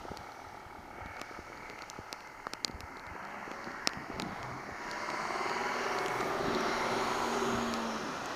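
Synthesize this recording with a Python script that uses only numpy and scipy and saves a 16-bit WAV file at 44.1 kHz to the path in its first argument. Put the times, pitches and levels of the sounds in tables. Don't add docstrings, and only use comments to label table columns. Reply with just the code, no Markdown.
import sys
import numpy as np
from scipy import signal
from scipy.fft import rfft, irfft, next_fast_len
from scipy.io import wavfile
from scipy.ndimage import uniform_filter1d

SR = 44100
rng = np.random.default_rng(int(sys.argv[2]) if len(sys.argv) > 2 else 0)


def output_pcm(signal):
    pcm = np.clip(np.atleast_2d(signal).T, -1, 1) * 32767
    wavfile.write(sys.argv[1], SR, np.round(pcm).astype(np.int16))


def gain_from_db(level_db):
    decades = np.asarray(level_db, float) / 20
    return 10 ** decades


N = 368235
T = np.arange(N) / SR

# (time [s], firing rate [Hz], clean knock against tyre roar [dB])
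ENGINE_SPEED = [(0, 39, 1.5), (.9, 38.98, 3.5), (1.1, 38.94, 1.5), (1.9, 39.02, 4), (2.1, 38.9, -1.5),
                (2.45, 39, 1.5), (2.8, 43.34, -1), (3.0, 54.75, -1), (3.3, 68.3, -4), (3.45, 73.2, -8),
                (3.9, 80.5, -6), (4.2, 87.9, -28), (4.5, 94.4, -23), (4.85, 107.8, -15), (5.15, 108.9, -7),
                (5.5, 117.1, -10), (5.75, 121.5, -11), (6.2, 121.4, -12.5), (6.55, 117.8, -17),
                (7.55, 118.4, -20), (7.85, 114, -5), (8.15, 106, -33), (8.35, 104, -24)]
# (time [s], level [dB], how far it stands to the side of the turning head [0-1])
CAR_HEARD = [(0.0, -47.5, 0.8), (0.88, -51, 0.72), (1.02, -48.5, 0.38), (2.07, -49.5, 0.34),
             (2.56, -52.5, 0), (3.23, -47, 0.19), (3.6, -46.5, 0.3), (3.95, -48.5, 0.2), (4.35, -44.5, 1),
             (4.72, -47.5, 0.07), (5.21, -41, 0.23), (5.6, -40.5, 0.18), (6.14, -38.5, 0.76),
             (6.49, -38, 0.86), (6.95, -36, 0.93), (7.46, -38, 0.96), (7.98, -40.5, 0.84),
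             (8.35, -42, 0.87)]


def car():
    hz, knock_db = curves(ENGINE_SPEED)
    near_db = curves(CAR_HEARD)[0]
    first_strong_s = .083
    turns = np.cumsum(hz) / SR - first_strong_s * hz[0] + 6
    count = turns.astype(int)
    chance = rng.standard_normal(count[-1] + 1)
    load = np.clip((hz - 45) / 30, 0, 1)

    drive, bark = firings(hz, turns, count, chance)
    pan_late_s, pan_scatter_db = .005, 2
    late = np.roll(drive * gain_from_db(pan_scatter_db * np.roll(chance, 7)[count]), int(pan_late_s * SR))

    block = block_and_roar(drive, late, bark, load, knock_db)
    upper = upper_roar(load) + cylinder_head(late)
    body = block + upper + intake(hz, turns, chance)
    tones = exhaust(turns) + singing(turns)
    return gain_from_db(near_db + 1.34) * body + np.sqrt(2) * (tones + turbo())


CYLINDER_LEVELS = [0, -2.5, -1, -4.5, -3.5, -4.5]


def firings(hz, turns, count, chance):
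    pulses = np.zeros(N)
    at = np.flatnonzero(np.diff(count)) + 1
    size = gain_from_db(np.array(CYLINDER_LEVELS)[count % 6] + 1.2 * chance[count])
    pulses[at] = size[at] / np.sqrt(hz[at])
    rattle = rng.standard_normal(1500) * np.exp(-np.arange(1500) / SR / .005)
    rattle[0] = 13.
    rattle = irfft(np.exp(1j * np.angle(rfft(rattle))))
    clatter = (size * np.exp(-(turns % 1) / 0.61) + 0.27) * rng.standard_normal(N)
    drive = unit(signal.fftconvolve(pulses, rattle)[:N]) + gain_from_db(-11) * unit(clatter)
    bark = signal.fftconvolve(pulses * (count % 6 == 0), rattle)[:N]
    return drive, bark


# (frequency [Hz], width [Hz], level [dB])
BLOCK_MODES = [(782, 120, 0), (935, 60, -4), (640, 120, -16)]
# (frequency [Hz], width [Hz], level [dB])
BLOCK_TURNED_MODES = [(900, 150, 1), (790, 80, -2), (620, 120, -18)]
# (frequency [Hz], width [Hz], level [dB])
UNDERBODY_MODES = [(760, 330, 0), (1250, 400, -4), (480, 200, -6)]
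# (frequency [Hz], density [dB per Hz])
ROAR_COLOUR = [(260, -19.5), (450, -4), (769, -0.5), (851, -1), (921, -1.5), (998, -0.5), (1350, -1.5),
               (1600, -9.5), (2080, -10.5), (3520, -120)]


def block_and_roar(drive, late, bark, load, knock_db):
    turn_s, turn_length_s = 1.07, 0.97
    turned = np.clip((T - turn_s) / turn_length_s, 0, 1)
    pan = [(1300, 180, 0)]  # Hz, width Hz, dB
    idle = np.sqrt(1 - turned) * unit(resonate(drive, BLOCK_MODES))
    idle = idle + np.sqrt(turned) * unit(resonate(drive, BLOCK_TURNED_MODES))
    idle = idle + gain_from_db(-4.5) * unit(resonate(late, pan))
    knock = (1 - 0.64 * load) * idle + load * unit(resonate(drive, UNDERBODY_MODES))

    share = gain_from_db(knock_db) / np.sqrt(1 + gain_from_db(2 * knock_db))
    rest = np.sqrt(1 - share ** 2)
    block = share * knock + rest * patchy(ROAR_COLOUR, 2.0, 5, count=9)
    # Hz, width Hz, depth 0-1
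    idle_gap, load_gap = (1080, 200, .5), (510, 140, .5)
    block = block - (1 - load) * dip(block, *idle_gap) - load * np.clip(6.6 - T, 0, 1) * dip(block, *load_gap)
    bark_db, bark_s, bark_half_s = -10, 5.2, 2.6
    return block + gain_from_db(bark_db) * swell(bark_s, bark_half_s) * load * unit(resonate(bark, UNDERBODY_MODES))


# (frequency [Hz], density [dB per Hz])
UPPER_ROAR_COLOUR = [(1300, 2.5), (1600, 2.5), (1900, 2), (2300, -35), (2500, -9), (2800, -10),
                     (3300, -20.5)]


def upper_roar(load):
    level_db = by_side((1, -13)) - 3.5 * (1.5 - load)
    return gain_from_db(level_db) * patchy(UPPER_ROAR_COLOUR, 3.45, 5, count=4)


# (time [s], how far its pitch has sunk [0-1], gain [dB])
HEAD_RING_COURSE = [(0, 0.93, -15), (.21, 0.25, -0.5), (.88, 0.1, -4), (1.11, 0.2, 1.5), (1.5, .3, -2),
                    (1.65, 0.5, 5.5), (2, 0.5, -3), (2.25, 0.97, 0), (4.5, 0.53, -1), (5.1, 0.91, 3),
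                    (5.9, .4, 2), (6.02, 0.1, 0), (6.24, 0.38, 3), (6.36, 0.95, -7), (6.84, .9, 2.5),
                    (7.19, 0.73, -0.5), (8.35, 0.89, -2)]


def cylinder_head(late):
    sunk, gain_db = curves(HEAD_RING_COURSE)
    sunk = np.clip(sunk, 0, 1)
    high, low = [(2205, 93, 0)], [(2098, 118, 0)]  # Hz, width Hz, dB
    shake = np.roll(late, 200) + 1.1 * rng.standard_normal(N)
    head = np.sqrt(1 - sunk) * unit(resonate(shake, high)) + np.sqrt(sunk) * unit(resonate(shake, low))
    lift_off_s, lift_off_db_per_s = 6.66, -6.5
    level_db = by_side((-12.5, -15)) + 5 + lift_off_db_per_s * np.maximum(T - lift_off_s, 0)
    return gain_from_db(level_db + gain_db) * head


# (frequency [Hz], width [Hz], level [dB])
INTAKE_MODES = [(395, 45, 0), (355, 40, -3), (310, 60, -10)]
# (middle [s], half length [s], gain [dB])
INTAKE_SURGES = [
    (5.8, 0.63, 1.5),
    (6.545, 0.17, 4),
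    (6.102, .2, 1),
    (7.002, 0.2, 0),
    (7.44, 0.14, 5.5),
    (7.62, 0.13, 2),
]


def intake(hz, turns, chance):
    intake_order, gulp_turns, gulp_s, gulp_fades_s = 3.19, 0.77, 6.052, 5.4
    cycle, since = np.divmod(turns - turns[int(gulp_s * SR)], 6)
    breath = since / gulp_turns * np.exp(1 - since / gulp_turns) * gain_from_db(.8 * chance[cycle.astype(int)])
    fade = np.clip(1 - (T - gulp_fades_s) / 3.5, 0, 1)
    gulp = breath * np.sin(2 * np.pi * intake_order * since) * fade
    boost = np.clip((hz - 95) / 20, 0, 1)
    rush = unit(resonate(rng.standard_normal(N), INTAKE_MODES))
    boom = 1.25 * boost * unit(gulp) + (1 - 0.5 * boost) * rush
    surge_db = sum(db * swell(s, half) for s, half, db in INTAKE_SURGES)
    return gain_from_db(by_side((-18.5, -12.5)) + 8 * boost + surge_db) * boom


# (middle [s], half length [s], level [dB])
EXHAUST_SWELLS = [
    (5.294, 0.58, -54.5),
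    (5.827, 0.32, -51),
    (6.5, 0.15, -48),
    (6.899, 0.6, -47.5),
    (7.668, 0.44, -38.5),
]


def exhaust(turns):
    note = sum(gain_from_db(db) * swell(s, half) for s, half, db in EXHAUST_SWELLS)
    return note * sway(0.58, 8.9) * np.sin(4 * np.pi * turns)


# (multiple of firing rate, middle [s], half length [s], level [dB])
SINGING_OVERTONES = [(13, 3.1, .15, -62), (12, 3.3, .25, -58), (11, 3.3, .3, -58), (10, 3.3, .25, -58),
                     (8.33, 3.3, .15, -58), (3, 3.5, .55, -59), (7.33, 3.65, .2, -56), (11, 3.9, .2, -55),
                     (10, 3.7, .15, -58), (9, 4.35, .35, -55), (8, 4.2, .2, -57), (7.5, 4.45, .15, -55),
                     (10, 4.2, .12, -56), (9, 5.0, .3, -52), (5.5, 5.1, .5, -54), (7, 5.75, .6, -48),
                     (9.33, 5.3, .25, -50), (6.83, 5.75, .4, -50), (6.5, 5.35, .2, -51), (6, 5.35, .2, -52),
                     (6, 6.05, .3, -45), (11.5, 5.7, .55, -51), (9.33, 5.85, .3, -50), (10, 6.3, .15, -50),
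                     (8.17, 5.6, .3, -48), (7.5, 6.75, .35, -46), (3.33, 6.45, .3, -49), (5, 6.6, .3, -48),
                     (8.33, 7.1, .4, -46), (9.17, 7.15, .15, -48), (3.33, 7.5, .25, -47),
                     (1, 6.2, .12, -51), (1, 7.0, .28, -52), (1, 7.55, .08, -49), (1.33, 4.5, .13, -50),
                     (5, 7.85, .12, -50)]


def singing(turns):
    tones = np.zeros(N)
    rough_db, rough_turns = 2, .03
    wobble = rough_turns * walk(30)
    for order, s, half, db in SINGING_OVERTONES:
        on = abs(T - s) < half
        level = gain_from_db(db + .5) * swell(s, half, T[on]) * sway(rough_db, 14)[on]
        tones[on] += level * np.sin(2 * np.pi * (order * turns[on] + wobble[on]))
    return tones


# (time [s], whistle [Hz], level [dB])
TURBO_WHISTLE = [
    (5.1, 10600, -98),
    (5.3, 11150, -85),
    (5.6, 12230, -80),
    (5.85, 12330, -77),
    (6.15, 12150, -73),
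    (6.65, 11800, -78),
    (7.25, 11680, -72),
    (7.6, 11560, -75),
    (7.95, 11480, -95),
]


def turbo():
    hz, level_db = curves(TURBO_WHISTLE)
    turns = np.cumsum(hz + 75 * walk(300)) / SR
    return gain_from_db(level_db + 2) * sway(2.5, 25) * np.sin(2 * np.pi * turns)


# (time [s], level [dB])
SPRAY_LEVEL = [(0.0, -62.5), (0.3, -65), (0.95, -69.5), (1.3, -63), (1.8, -63), (2.3, -65.5), (3.19, -67),
               (3.63, -60.5), (4.02, -64), (4.74, -60.5), (4.9, -54), (5.77, -50), (6.12, -53),
               (6.4, -51.5), (6.93, -49.5), (7.46, -50.5), (8.35, -52)]
# (frequency [Hz], density [dB per Hz])
HISS_COLOUR = [(2180, -64), (3700, -9.5), (4450, 3.5), (4660, 2.5), (4830, -0.5), (5310, 1.5), (6200, -1),
               (8060, -42), (13600, -120)]
# (frequency [Hz], density [dB per Hz])
TOP_RING_COLOUR = [(5700, -33), (6200, -6.5), (6700, 6), (7050, -6), (7500, -13), (8200, -29)]
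# (frequency [Hz], density [dB per Hz])
GAP_COLOUR = [(2300, 5.5), (2600, 2.5), (3200, 3), (3700, -0.5), (4100, 4)]
# (frequency [Hz], density [dB per Hz])
MIST_COLOUR = [(6800, -4), (7600, 4), (8300, 2), (8900, 2.5), (9400, 1.5), (10100, 2.5), (10900, -4.5),
               (12000, -1), (15000, -6), (16000, -16)]
# (middle [s], half length [s], gain [dB])
PUDDLE_MIST = [
    (5.299, .5, 1),
    (6.1, 0.23, 5),
    (7.25, 0.36, 2.5),
    (8.099, 0.33, -5),
]
# (frequency [Hz], width [Hz], middle [s], half length [s], depth [0-1])
HELMET_SHADOWS = [
    (5252, 300, 5.45, 0.55, 0.3),
    (5100, 210, 6.3, .45, .6),
    (6300, 390, 6.7, 0.54, 0.6),
    (5950, 350, 7.67, 0.46, 0.6),
    (4600, 380, 8.0, .35, 0.4),
]


def spray():
    level_db, = curves(SPRAY_LEVEL)
    alongside_s, alongside_half_s, alongside_db = 7.4, 0.51, 7
    ring_db = by_side((-7.5, -10)) + alongside_db * swell(alongside_s, alongside_half_s)
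    puddle_db = sum(db * swell(s, half) for s, half, db in PUDDLE_MIST)
    damp_air_db = -80
    mist = np.hypot(gain_from_db(level_db + by_side((-20, -13.5)) + puddle_db), gain_from_db(damp_air_db))
    hiss = patchy(HISS_COLOUR, 1.8, 7, count=6)
    for hz, width, s, half, depth in HELMET_SHADOWS:
        hiss = hiss - swell(s, half) * dip(hiss, hz, width, min(depth, 1))
    top_ring = gain_from_db(ring_db) * patchy(TOP_RING_COLOUR, 0.67, 6.7, count=3)
    gap = gain_from_db(by_side((-13.5, 3.5))) * patchy(GAP_COLOUR, 1.0, 7.6, count=4)
    fine = gain_from_db(2.5) * mist * patchy(MIST_COLOUR, 1.3, 5, count=7)
    return gain_from_db(level_db) * (hiss + top_ring + gap) + fine


# (frequency [Hz], width [Hz], middle [s], half length [s], level [dB])
NOISE_BANDS = [(4500, 313, 5.4, 0.5, -56.5), (5600, 250, 5.9, .2, -57), (5600, 270, 6.75, 0.41, -55.5),
               (6700, 255, 4.3, 0.38, -76), (8800, 298, 5.8, .4, -74), (9185, 385, 7.0, 0.31, -66),
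               (10290, 314, 6.85, .25, -68), (10300, 500, 8.1, .3, -74), (8860, 500, 8.05, .3, -74),
               (8050, 486, 5.3, .4, -67), (9100, 400, 5.3, .35, -70), (4078, 440, 6.8, .4, -53),
               (2899, 280, 5.6, .5, -56), (6600, 290, 7.4, 0.51, -55.5), (4310, 250, 7.1, 0.28, -54),
               (190, 73, 4.25, .12, -47), (223, 86, 4.22, 0.1, -51), (719, 216, 7.6, .3, -42),
               (579.6, 76, 5.9, 0.34, -46), (580, 170, 6.5, .3, -45), (804, 190, 7.85, .15, -45),
               (2680, 400, 2, .5, -66), (1052, 202, 5.35, .2, -45), (1800, 660, 1.2, .5, -59)]


def noise_bands():
    out = np.zeros(N)
    for hz, width, s, half, db in NOISE_BANDS:
        noise = rng.standard_normal(SR + SR // 2)[:int(2 * half * SR)]
        shape = gain_from_db(db) * swell(half, half, T[:len(noise)])
        add(out, s - half, shape * unit(resonate(noise, [(hz, width, 0)])))
    return out


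# (time [s], peak [dB], ring [Hz], wall knock relative [dB], splash relative [dB])
BIG_DROPS = [(0.171, -31, 4640, -6, -11), (1.2142, -23.5, 5200, -5, -13), (1.8201, -33, 4500, -2.5, -20),
             (1.8991, -21.5, 6000, -26, -19), (2.1271, -18.5, 5020, -13, -15),
             (2.468, -33.5, 4800, -14, -20), (2.5343, -18.5, 5040, -8.5, -20),
             (2.6462, -10.5, 4710, -17.5, -20), (2.6786, -35, 4500, 0.5, -7), (2.805, -26.5, 5050, -9, -14),
             (3.5138, -35, 3280, 2, -19), (3.8724, -6, 5170, -12, -21.5), (4.1976, -21.5, 4740, -2.5, -17),
             (4.22, -27, 3820, -8, -12), (4.4287, -31, 3142, -5, -20), (4.9122, -28.5, 4618, -13, -15.5),
             (5.1013, -29, 4740, -2.5, -18), (5.9863, -26.5, 4500, -13, -34), (6.06, -26, 3040, -18, -14),
             (6.2059, -30.5, 4180, -3, -15), (6.548, -27.5, 4200, -17, -21), (6.607, -30, 5600, -10, -10),
             (7.7378, -18, 5053, -11, -20), (8.2576, -28.5, 6460, -14, -13)]
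# (time [s], peak [dB], ring [Hz])
SMALL_DROPS = [(0.319, -43, 4360), (1.06, -44, 3900), (1.1666, -41.5, 4570), (1.1954, -38, 6400),
               (1.573, -44, 4500), (1.698, -35.5, 4770), (1.7891, -37, 5100), (2.205, -38, 4960),
               (2.2725, -41.5, 6000), (2.7112, -43, 4530), (2.9693, -40.5, 4066), (2.9947, -40.5, 4150),
               (3.066, -41.5, 4020), (3.25, -41, 4730), (3.271, -46, 4500), (3.6423, -38.5, 4600),
               (3.716, -42, 4670), (3.8905, -36.5, 4200), (3.933, -35.5, 3040), (5.4953, -31, 4700),
               (5.79, -51, 13000), (5.95, -47, 9590), (6.082, -27.5, 7000), (6.21, -34, 6890),
               (6.284, -46, 9000), (6.39, -44, 7800), (6.917, -38, 6990), (7.336, -39, 9790),
               (7.9791, -44, 4150)]
# (frequency [Hz], level [dB], decay t60 [s])
CASE_MODES = [(4300, -3, .0055), (5560, -4, .0045), (6700, -6, .0045), (3500, -10, .004)]
# (frequency [Hz], level [dB], decay t60 [s])
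WALL_MODES = [(1200, -1, .008), (1750, -3, .006), (2600, -1, .005), (750, -2, .007), (480, -6, .008),
              (310, -8, .011)]
# (frequency [Hz], level [dB], decay t60 [s])
SPLASH_MODES = [(9600, 1, 0.0024), (11430, 2.5, 0.0026), (13500, -2, 0.0023)]
# (frequency [Hz], level [dB], decay t60 [s])
SOFT_KNOCK_MODES = [(1222, 9, 0.0063), (1000, -6, .008), (1580, -6, .006)]


def drops():
    out, t = np.zeros(N), np.arange(800) / SR
    faint = rng.random((160, 3))
    drizzle = [(a * N / SR, -60 + 4 * -np.log(b), 3800 + 2500 * c, -6, -22) for a, b, c in faint]
    small = [(*row, -1, -16) for row in SMALL_DROPS]
    events = list(BIG_DROPS) + small + drizzle
    chance = rng.standard_normal((len(events), 13))
    rise = np.clip(t / 0.00033, 0, 1)
    for (s, db, hz, wall_db, splash_db), c in zip(events, chance):
        damp = np.interp(hz, (4740, 4800), (1, 1.7))
        modes = [(hz, 0, .005)] + CASE_MODES
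        case = ring(modes, np.r_[1, 1 + .03 * c[:4]] / damp, t * damp)
        heard = np.clip((db + wall_db + 46) / 8, 0, 1)
        wall = gain_from_db(wall_db + 6) * heard * ring(WALL_MODES, 1 + c[4:10] / 20, t) * np.clip(t / 0.00061, 0, 1)
        splash = gain_from_db(splash_db + 1.5) * ring(SPLASH_MODES, 1 + c[10:] / 20, t)
        add(out, s + 0.00084, -gain_from_db(db + 10.0) * rise * (case + wall + splash))
    soft_knock_s, soft_knock_db = 2.4686, -12
    add(out, soft_knock_s, gain_from_db(soft_knock_db) * ring(SOFT_KNOCK_MODES, [1, 1, 1], t) * np.clip(t / 0.00083, 0, 1))
    return signal.sosfilt(signal.butter(2, 220, "high", fs=SR, output="sos"), out)


# (time [s], level [dB])
GUSTS = [(0.0, -53), (0.37, -62.5), (0.95, -58), (1.25, -61.5), (1.63, -58.5), (2.0, -66), (2.6, -64),
         (2.74, -57.5), (3.12, -65.5), (3.8, -59.5), (4.06, -59), (4.2, -50.5), (4.36, -56.5), (4.55, -60),
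         (4.75, -62.5), (6.05, -58.5), (6.5, -50.5), (6.9, -57), (7.3, -57), (7.55, -52), (7.9, -57),
         (8.35, -58)]
# (frequency [Hz], density [dB per Hz])
RUMBLE_COLOUR = [(8, -38), (20, -17.5), (60, -23.5), (110, -20.5), (160, -33)]
# (frequency [Hz], density [dB per Hz])
BUFFET_COLOUR = [(80, -19.5), (130, -1.5), (300, 4), (500, -7), (700, -10)]
# (time [s], peak [dB])
ROAD_JOLTS = [(0.112, -40), (0.195, -45), (0.473, -46), (0.668, -48), (0.79, -50), (1.024, -42),
              (1.06, -43), (1.107, -46), (1.398, -44), (1.997, -41), (2.75, -36.5), (2.799, -48),
              (2.841, -39.5), (3.078, -47), (3.118, -41), (3.682, -52), (3.975, -45), (4.148, -42),
              (4.3, -50), (4.411, -48), (4.52, -45), (4.724, -42.5), (7.057, -50), (7.558, -43)]
# (time [s], peak [dB], sharp to dull [-1 to 1])
AIR_SLAPS = [(0.053, -33, -1.2), (0.117, -32, -0.15), (0.207, -45, 0.85), (0.792, -45, 0.86),
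             (0.986, -39, -1), (1.06, -38.5, 0.68), (1.313, -36, -0.89), (1.391, -33.5, -0.46),
             (1.501, -39, -1), (1.606, -46, 0.84), (1.705, -39.5, -1.1), (1.99, -34, -0.29),
             (2.47, -33.5, -0.44), (2.698, -36, 0.12), (2.81, -44, 1), (2.97, -39, -0.71),
             (3.155, -35, -1.3), (3.479, -33, -0.69), (3.516, -36, -1.2), (3.675, -36.5, -0.19),
             (3.975, -34.5, 1), (4.102, -32, -1), (4.164, -37, -1), (4.184, -37, 1), (4.229, -34, 0.14),
             (4.511, -37, 0.98), (4.566, -39, 1), (4.691, -35.5, -0.76), (6.444, -30, 1), (6.483, -29, 1)]


def wind():
    gust_db, = curves(GUSTS)
    buffet_db, buffet_db_per_s, wake_db = -0.5, 1.84, -17.5
    own_speed = gain_from_db(gust_db + buffet_db + buffet_db_per_s * np.minimum(T, 5.5))
    buffet = np.hypot(own_speed, gain_from_db(curves(CAR_HEARD)[0] + wake_db))
    out = gain_from_db(gust_db - 1.0) * patchy(RUMBLE_COLOUR, 1.1, 4.9, count=2)
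    out = out + buffet * patchy(BUFFET_COLOUR, 3.2, 18, count=3)

    jolt_hz, dull_hz, sharp_hz, tilt_db = 79, 199, 393, 31
    thuds = [(s, db, jolt_hz) for s, db in ROAD_JOLTS]
    thuds += [(s, db + tilt_db * min(dull, 0), dull_hz) for s, db, dull in AIR_SLAPS]
    thuds += [(s, db - tilt_db * max(dull, 0), sharp_hz) for s, db, dull in AIR_SLAPS]
    for (s, db, hz), c in zip(thuds, rng.standard_normal(len(thuds))):
        hz = hz * (1 + .07 * c)
        cycles = np.arange(int(3 * SR / hz)) * hz / SR
        shape = (cycles / 0.87 * np.exp(1 - cycles / 0.74)) ** 2.4
        add(out, s - 0.82 / hz, -gain_from_db(db + 4) * np.sin(2 * np.pi * cycles) * shape)
    return out


def by_side(pair):
    side = curves(CAR_HEARD)[1]
    return pair[0] + (pair[1] - pair[0]) * np.clip(side, 0, 1)


def curves(table):
    s, *columns = np.transpose(table)
    return [np.interp(T, s, c) for c in columns]


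def swell(s, half, t=T):
    return np.clip(1 - ((t - s) / half) ** 2, 0, 1)


def sway(db, rate):
    k = max(int(SR / 16 / rate), 1)
    held = np.repeat(rng.standard_normal(N // 16 // k + 2), k)
    slow = 1.3 * uniform_filter1d(uniform_filter1d(held, k), k)
    return np.repeat(gain_from_db(db * slow), 16)[:N]


def walk(rate):
    return np.log10(sway(18, rate))


def unit(x):
    return x / np.sqrt(np.mean(x ** 2))


def patchy(spectrum, flicker_db, rate, count):
    hz, db = np.transpose(spectrum)
    size = next_fast_len(N, True)
    place = np.log(np.maximum(np.arange(size // 2 + 1, dtype=np.float32) * SR / size, 1))
    colour = gain_from_db(np.interp(place, np.log(hz), db, -150, -150)).astype(np.float32)
    white = rfft(rng.standard_normal(size, np.float32)) * colour
    centres, step = np.linspace(np.log(hz[1]), np.log(hz[-2]), count, retstep=True, dtype=np.float32)
    place = np.clip(place, centres[0], centres[-1])
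    out = 0
    for centre in centres:
        band = np.clip(1 - abs(place - centre) / np.float32(step), 0, 1)
        out = out + sway(flicker_db, rate) * irfft(white * band, size)[:N]
    return unit(out)


def resonate(x, modes):
    out = 0
    for k, (hz, width, db) in enumerate(modes):
        b, a = signal.iirpeak(hz, hz / width / 1.5, SR)
        out = out + (-1) ** k * gain_from_db(db) * signal.lfilter(b, a, signal.lfilter(b, a, x))
    return out


def dip(x, hz, width, depth):
    return depth * signal.lfilter(*signal.iirpeak(hz, hz / width, SR), x)


def ring(modes, detune, t):
    x = 0
    for (hz, db, t60), d in zip(modes, detune):
        x = x + gain_from_db(db) * np.sin(2 * np.pi * hz * d * t) * np.exp(-np.log(1000) * t / t60)
    return x / abs(x).max()


def add(out, s, x):
    i = min(max(int(s * SR), 0), N)
    out[i:i + len(x)] += x[:N - i]


def scene():
    return (car() + spray() + noise_bands() + drops() + wind())[None]


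def top_cut(x):
    return signal.sosfilt(signal.butter(12, 16500, fs=SR, output="sos"), x)


def record(dry):
    self_noise_db, top_hz = -72, 15150
    highpass = signal.butter(2, 6000, "high", fs=SR, output="sos")
    hiss = signal.sosfilt(highpass, rng.standard_normal(dry.shape))
    lowpass = signal.cheby1(10, .5, top_hz, fs=SR, output="sos")
    mix = signal.sosfilt(lowpass, dry + gain_from_db(self_noise_db) * hiss)
    return top_cut(mix)


dry = scene()
out = record(dry)
output_pcm(out)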